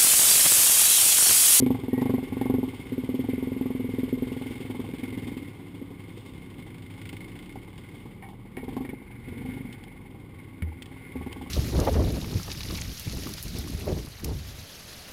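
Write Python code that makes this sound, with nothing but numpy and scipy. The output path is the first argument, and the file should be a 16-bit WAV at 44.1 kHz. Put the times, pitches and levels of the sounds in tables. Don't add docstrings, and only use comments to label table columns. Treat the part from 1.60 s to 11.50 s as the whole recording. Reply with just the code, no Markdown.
import sys
import numpy as np
from scipy import signal
from scipy.fft import rfft, irfft, next_fast_len
from scipy.io import wavfile
from scipy.ndimage import uniform_filter1d, map_coordinates

SR = 44100
rng = np.random.default_rng(int(sys.argv[2]) if len(sys.argv) > 2 else 0)


def wrap_up_sound(samples):
    columns = np.atleast_2d(samples).T
    tamed = np.clip(columns, -1, 1)
    steps = np.round(tamed * 32767).astype(np.int16)
    wavfile.write(sys.argv[1], SR, steps)


def level_to_linear(level):
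    exponent = np.asarray(level, float) / 20
    return 10 ** exponent


N = 436590
DROWNED_DB, DROWNED_BARK_DB = -41, -41.5


def unit(x):
    return x / np.sqrt(np.mean(x ** 2) + 1e-20)


def curves(rows):
    s, *cols = np.transpose(rows)
    return [np.interp(np.arange(N) / SR, s, c) for c in cols]


def wobble(rate, size=1):
    coarse = np.arange(0, N + 96, 96)
    knots = rng.standard_normal(int(N * rate / SR) + 5)
    return np.interp(np.arange(0, N, size), coarse, map_coordinates(knots, [coarse * rate / SR]))


def filtered(x, response):
    m = next_fast_len(N + SR // 2)
    return irfft(rfft(x, m) * response(np.fft.rfftfreq(m, 1 / SR)), m)[:N]


def modes(table, sign=-1):
    def response(f):
        total = 0
        for k, (hz, width, db) in enumerate(table):
            drag = 1j * f * width
            total = total + sign ** k * level_to_linear(db) * drag / (hz * hz - f * f + drag)
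        return total
    return response


def coloured(spectrum):
    hz, db = np.transpose(spectrum)
    return unit(filtered(rng.standard_normal(N), lambda f: level_to_linear(np.interp(np.log(f + 1), np.log(hz), db))))


def ringing(drive, table):
    return unit(filtered(drive * rng.standard_normal(N), modes(table)))


def spikes(times, sizes):
    at = np.round(times * SR).astype(int)
    inside = (at >= 0) & (at < N)
    return np.bincount(at[inside], sizes[inside], N)


def dying(x, t60):
    return signal.lfilter([1], [1, -level_to_linear(-60 / (t60 * SR))], x)


def struck(response, blows):
    answer = irfft(response(np.fft.rfftfreq(SR // 2, 1 / SR)))
    return filtered(blows, response) / np.abs(answer).max()


def whistle(hz):
    return np.sin(2 * np.pi * np.cumsum(hz) / SR)


def stack(turns, orders, waver_db):
    step = 10
    slow = 0
    for multiple, db in orders:
        level = level_to_linear(db + waver_db * wobble(3, size=step))
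        phase = 2 * np.pi * multiple * turns[::step] + 0.57 * wobble(2.02, size=step)
        slow = slow + level * np.sin(phase)
    return unit(signal.resample_poly(slow, step, 1)[:N])


def drone(rows, orders):
    hz, db = curves(rows)
    return level_to_linear(db + 2.5) * stack(np.cumsum(hz) / SR, orders, waver_db=1.8)


# t/s, firing rate f/Hz, level/dB
NEIGHBOUR_RUN = [(2.6, 30, -70), (3, 30.5, -52), (3.5, 35, -46), (4.1, 35.4, -47), (4.4, 34.6, -48),
                 (4.8, 32.6, -48), (5.5, 33, -48), (5.9, 36, -48), (6.2, 32, -54), (7.5, 32, -62),
                 (8.3, 32.6, -53), (9.1, 32.6, -52), (9.9, 33.5, -52)]
DISTANT_RUN = [(3.6, 31, -70), (4.2, 31.7, -54), (5, 34.6, -50), (5.6, 36.3, -50), (6.3, 37.8, -49),
               (7, 39, -49), (7.6, 40, -50), (8.1, 41, -54), (8.5, 41, -70)]
# multiple of the firing rate, level/dB
NEIGHBOUR_HARMONICS = [(1, -19), (2, -9), (3, 5.5), (4, -2.5), (5, 3.5), (6, -3), (7, -11), (8, 5),
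                       (9, -3.5), (10, -3), (11, -5.5)]
DISTANT_HARMONICS = [(1, 2.5), (2, -47), (3, 4.5), (4, -7), (5, -1), (6, -5), (9, -7.5)]


def other_engines():
    return drone(NEIGHBOUR_RUN, NEIGHBOUR_HARMONICS) + drone(DISTANT_RUN, DISTANT_HARMONICS)


def strokes(times, share):
    between = (times[1:] + times[:-1]) / 2
    size = level_to_linear(2.8 * rng.standard_normal((len(between), 2)))
    kicks = spikes(times[:-1], size[:, 0]) + np.clip(share, 0, 1.5) * spikes(between, size[:, 1])
    return unit(uniform_filter1d(dying(kicks, t60=.1), size=400))


# t/s, water level/dB, clatter level/dB
WASH_LEVELS = [(0, -56, -52.5), (1.2, -55, -51.5), (2.8, -55.5, -50.5), (3.6, -61, -57.5), (4, -59, -53.5),
               (5.1, -59.5, -56.5), (5.65, -57.5, -55), (6.05, -62.5, -57.5), (6.4, -60, -56),
               (6.75, -67.5, -60.5), (7.15, -62.5, -56), (7.4, -68.5, -55.5), (7.9, -60.5, -50.5),
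               (8.1, -63, -53.5), (8.35, -66, -58), (9.1, -66, -55), (9.6, -60.5, -52), (9.9, -59.5, -50)]
# f/Hz, level/dB per Hz
RUMBLE_SPECTRUM = [(13, -60), (30, -11), (60, -2.5), (110, 1), (200, -4.5), (300, -4), (490, -12),
                   (650, -25), (820, -18.5), (1160, -19.5), (1300, -28), (1450, -34.5), (1850, -39),
                   (3000, -120)]
SPRAY_SPECTRUM = [(1470, -66), (2500, -6.5), (3080, -1.5), (3690, -3.5), (3810, -12), (4060, -11.5),
                  (5370, -13.5), (5900, -11), (7670, -62), (13000, -120)]
# f/Hz, width/Hz, level/dB
CASE_MODES = [(1432, 57, 10), (2143, 112, 21.5), (2980, 73, -29)]


def churn(times):
    water_db, clatter_db = curves(WASH_LEVELS)
    effort_db = load()
    spit = 1.3 * np.exp(-((effort_db - 5.5) / 2.55) ** 2)
    beat = strokes(times + 0.0072, share=.15) * (0.82 + spit)
    rumble = unit((1.3 + 0.37 * beat) * level_to_linear(0.25 * wobble(25)) * coloured(RUMBLE_SPECTRUM))
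    rattle_waver = level_to_linear(0.93 * wobble(60) + 1.43 * wobble(7))
    ring = ringing((1 + .55 * beat) * rattle_waver, CASE_MODES)
    spray_waver = level_to_linear(0.75 * wobble(120) + 0.65 * wobble(6.4))
    spray = unit((1 + .75 * beat) * spray_waver * coloured(SPRAY_SPECTRUM))
    rumble_db = -44.5 + 0.5 * (water_db - water_db.mean()) + 0.067 * effort_db
    return level_to_linear(rumble_db) * rumble + level_to_linear(clatter_db) * ring + level_to_linear(water_db) * spray


# t/s, spray peak level/dB, ring level/dB and low level/dB re spray, length/s
SLAP_HITS = [(0.062, -43.5, 4.5, -18, 0.015), (0.413, -44, 1, 5, 0.016), (0.813, -44.5, 3, -12, 0.025),
             (3.436, -48, 7, -4, 0.01), (6.179, -48, -1, -1, 0.014), (6.6245, -69, 27, 23.5, 0.045),
             (6.687, -54.5, -6, 4, 0.043), (6.969, -64.5, 26, 18.5, 0.05), (7.25, -57, 16.5, -7, 0.02),
             (7.291, -55.5, 15.5, -12, 0.02), (8.126, -43, -9, -34, 0.014), (8.238, -47.5, -2, -4, 0.011),
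             (9.022, -50.5, 17.5, -6, 0.011), (9.2219, -37.5, -5, -33, 0.011),
             (9.258, -45.5, -3, -14, 0.01), (9.727, -35, -11, -9.5, 0.0058)]
# f/Hz, width/Hz, level/dB
WALL_MODES = [(1380, 160, -8.5), (1860, 43, 6), (2224, 36, 11.5), (2950, 41, -6)]
# f/Hz, width/Hz, level/dB
SHELL_MODES = [(586, 23, -1), (806, 90, 14), (1124, 53, 4.5)]


def slaps():
    spray, ring, low = np.zeros((3, N + SR))
    t = np.arange(SR // 4) / SR
    for s, db, ring_db, low_db, length in SLAP_HITS:
        shape = (1 + 0.92 * np.exp(-t / 0.0073)) * np.exp(-(t / length) ** 2)
        for layer, level_db in ((spray, db), (ring, db + ring_db), (low, db + low_db)):
            layer[round(s * SR):][:len(t)] += level_to_linear(level_db - 7.5) * shape
    wall = ringing(1, WALL_MODES)
    shell = ringing(1, SHELL_MODES)
    return spray[:N] * coloured(SPRAY_SPECTRUM) + ring[:N] * wall + level_to_linear(3.5) * low[:N] * shell


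# t/s, peak level/dB, f/Hz, t60/s
HELMET_KNOCKS = [
    (9.023, -24, 79.6, 0.27),
    (9.025, -31, 169, 0.068),
    (9.553, -36.5, 74.7, 0.71),
]


def thuds():
    out, t = np.zeros(N + SR), np.arange(SR // 3) / SR
    for s, db, hz, t60 in HELMET_KNOCKS:
        cycles = hz * (t + 0.0023 * (1 - np.exp(-t / 0.0023)))
        out[round(s * SR):][:len(t)] -= level_to_linear(db - 60 * (t / t60) ** 1.63) * np.sin(2 * np.pi * cycles)
    return out[:N]


# t/s, f/Hz, level/dB
BELT_SQUEAK = [
    (.31, 1840, -75),
    (.335, 1890, -58),
    (.38, 1905, -57.5),
    (.42, 1950, -64),
    (.44, 1960, -80),
]


def belt():
    hz, db = curves(BELT_SQUEAK)
    return level_to_linear(db + 12.5 + 3.0 * wobble(50)) * whistle(hz) * (db > -74)


# t/s, f/Hz, level/dB
GEAR_WHINE = [(8.7, 1105, -77), (8.85, 1108, -64), (9.2, 1110, -82), (9.45, 1112, -69), (9.6, 1115, -56.5),
              (9.9, 1110, -64)]


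def gears():
    hz, db = curves(GEAR_WHINE)
    return level_to_linear(db + 3.9 * wobble(28)) * whistle(hz + 6 * wobble(30))


# t/s, firing rate f/Hz
CRANK_SPEED = [(0, 25.681), (0.34, 20.057), (0.42, 26.632), (0.64, 20.656), (0.92, 24.157), (1.22, 15.066),
               (1.7, 21.83), (2.62, 20.967), (3.68, 21.049), (4.24, 11.178), (5.76, 13.578), (6.2, 19.334),
               (6.98, 16.071), (7.14, 24.514), (7.74, 22.082), (7.86, 25.991), (8.32, 21.568),
               (9.93, 19.637)]


def crank():
    speed, = curves(CRANK_SPEED)
    return speed, np.cumsum(speed) / SR - .574


# multiple of the firing rate, level/dB
HUM_HARMONICS = [(1, 5), (2, 3), (3, -5.5), (4, -1), (5, 6), (6, -0.5), (7, -7.5), (8, -16.5), (9, -4),
                 (10, -3.5), (11, -38)]


def hum():
    speed, turns = crank()
    db = -48.5 + 1.5 * (speed - 20) + .25 * load()
    return level_to_linear(db) * stack(turns, HUM_HARMONICS, waver_db=2.6)


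# multiple of the firing rate, level/dB
SHUDDER_HARMONICS = [(4, 4), (5, -4), (6, 2), (7, -11), (8, 2), (9, -9), (10, 3), (11, 4)]


def shudder():
    middle_s, half_s = 7.88, 0.28
    bite = np.exp(-((np.arange(N) / SR - middle_s) / half_s) ** 4)
    return level_to_linear(-44.5) * bite * stack(crank()[1], SHUDDER_HARMONICS, waver_db=4.5)


# middle t/s, peak level/dB, half length/s
VALVE_SPELLS = [(0, -41, 0.58), (1.35, -44, .35), (2.945, -37, 0.1), (3.495, -36, 0.32), (4.7, -42.5, 0.56),
                (5.257, -39.5, 0.27), (5.5, -31.5, 0.079), (5.75, -35.5, 0.27), (6.266, -43, 0.17),
                (7.2, -63, 0.11), (9.4, -54, 0.24)]


def valves(times):
    at = np.sort(np.r_[times, (times[1:] + times[:-1]) / 2])
    spell = sum(level_to_linear(db) * np.exp(-((at - s) / half) ** 2) for s, db, half in VALVE_SPELLS)
    burst = dying(spikes(at, spell * level_to_linear(1.1 * rng.standard_normal(len(at)))), t60=.05)
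    ring = ringing(burst, CASE_MODES) * np.sqrt(np.mean(burst ** 2))
    return level_to_linear(-10) * ring + level_to_linear(-15.0) * burst * coloured(SPRAY_SPECTRUM)


# start t/s, end t/s, pop level/dB at start and end, bark level/dB re pop
THROTTLE_SPELLS = [
    (0, 0.088, -17, -11, -15),
    (.23, 0.532, -19.5, -10.5, -10),
    (0.713, 0.956, -20.5, -11.5, -9),
    (1.06, 1.27, -28, -30.5, -6),
    (1.312, 2.619, -17, -19.5, -17.5),
    (2.66, 3.79, -23, -26, -9.5),
    (6.96, 7.3, -24, -24.5, -10),
    (7.642, 8.054, -26.5, -31, -10),
    (9.6, 9.922, -30, -30.5, 0),
]


def throttle(t):
    start, end, first_db, last_db, bark_db = np.transpose(THROTTLE_SPELLS)[:, :, None]
    ramp_db = (last_db - first_db) * np.clip((t - start) / (end - start), 0, 1)
    release_db = 110.5 * np.clip(t - end, 0, None)
    db = np.where(t < start, -120, first_db + ramp_db - release_db)
    pop_db = np.maximum(db.max(axis=0), DROWNED_DB)
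    return pop_db, np.maximum((db + bark_db).max(axis=0), DROWNED_BARK_DB)


def load():
    t = np.arange(0, N + 100, 100) / SR
    db = uniform_filter1d(throttle(t)[0], size=30)
    return np.interp(np.arange(N) / SR, t, db - db.mean())


# t/s, pop level/dB, bark level/dB re pop
SINGLE_POPS = [(.022, -10, -22), (.147, -22.5, 1.5), (.328, -13, -9.5), (.982, -14, -20), (1.436, -20, -18),
               (1.488, -14.5, -21), (1.64, -22.5, -7), (1.686, -15.5, -18), (1.779, -19.5, -18),
               (1.965, -21.5, -16), (2.335, -20.5, -20), (2.382, -14.5, -36), (2.478, -23.5, -19),
               (2.525, -15, -27), (2.572, -23.5, -20), (2.62, -15.5, -21), (3.431, -23.5, -6),
               (4.141, -30.5, -14), (4.215, -25.5, -18), (4.304, -28, -11.5), (.457, -13.5, -4),
               (5.528, -29.5, -5), (5.956, -28.5, -2.5), (6.455, -30, -3.5), (7.029, -24, -7),
               (7.164, -20, 2.5), (7.33, -24.5, -11), (9.024, -29.5, -18), (9.555, -21.5, -9),
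               (9.662, -25.5, -2)]


def firings():
    speed, turns = crank()
    turns = turns + 1
    count = np.arange(int(turns[-1]) + 2)
    times = np.interp(count, turns, np.arange(N) / SR)
    mean_db, bark_db = throttle(times)
    is_open = mean_db > DROWNED_DB
    chance = rng.standard_normal((len(times), 2))
    pop_db = mean_db + np.where(is_open, 1.2, 2.4) * chance[:, 0]
    speed_bark_db = 0.76 * (np.interp(count, turns, speed) - 21)
    bark_db = bark_db + 2.8 * chance[:, 1] + is_open * speed_bark_db
    for s, db, relative_db in SINGLE_POPS:
        k = np.abs(times - s).argmin()
        if mean_db[k] < -29:
            times[k] = s
        pop_db[k], bark_db[k] = db, db + relative_db
    return times, pop_db, bark_db


def muffled(f, edge_hz):
    s = 1j * f / edge_hz
    return 1 / ((s * s + 1.34 * s + 1) * (s * s + 1.2 * s + 1) * (s * s + 1.08 * s + 1))


# f/Hz, width/Hz, level/dB
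PIPE_MODES = [(123, 40, -11), (257.8, 21.2, 5), (379.3, 85, -7), (465.5, 9.7, -7.5)]


def pipe(damping):
    table = [(hz, damping * width, db) for hz, width, db in PIPE_MODES]
    return lambda f: modes(table, 1)(f) * muffled(f, edge_hz=457)


def exhaust(times, pop_db, bark_db):
    clear = np.clip((pop_db + 33) / 12, .05, .95)
    pop = level_to_linear(pop_db) * clear
    again = 0.23 * rng.random(len(times))
    pops = spikes(times + 0.00046, pop) + spikes(times + 0.00843, pop * again)
    puff = level_to_linear(pop_db) * np.sqrt(1 - clear ** 2)
    puffs = dying(spikes(times - .003, puff), t60=0.11) * rng.standard_normal(N)
    blast = dying(spikes(times, level_to_linear(bark_db)), t60=0.074) * rng.standard_normal(N)
    blast = blast + spikes(times + 0.00185, level_to_linear(bark_db + 6.5))
    bark = level_to_linear(-31) * struck(modes(SHELL_MODES), blast)
    return struck(pipe(1), pops) + level_to_linear(-26.0) * struck(pipe(2.2), puffs) + bark


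def scene():
    times, pop_db, bark_db = firings()
    marsh = other_engines() + churn(times) + slaps() + thuds()
    machine = belt() + gears() + hum() + shudder() + valves(times)
    return (marsh + machine + exhaust(times, pop_db, bark_db))[None]


def roll_off(x):
    return signal.sosfilt(signal.butter(12, 16430, fs=SR, output="sos"), x)


def record(dry):
    hold_hz, top_hz = 12000, 15570
    band = filtered(dry[0], lambda f: f ** 4 / (f ** 4 + 36 ** 4) / (1 + (f / 5600) ** 24))
    comb = 1 + 2 * np.cos(2 * np.pi * hold_hz * np.arange(N) / SR)
    held = filtered(band * comb, lambda f: np.sinc(f / hold_hz) * (f < top_hz))
    return roll_off(held[None])


dry = scene()
out = record(dry)
wrap_up_sound(out)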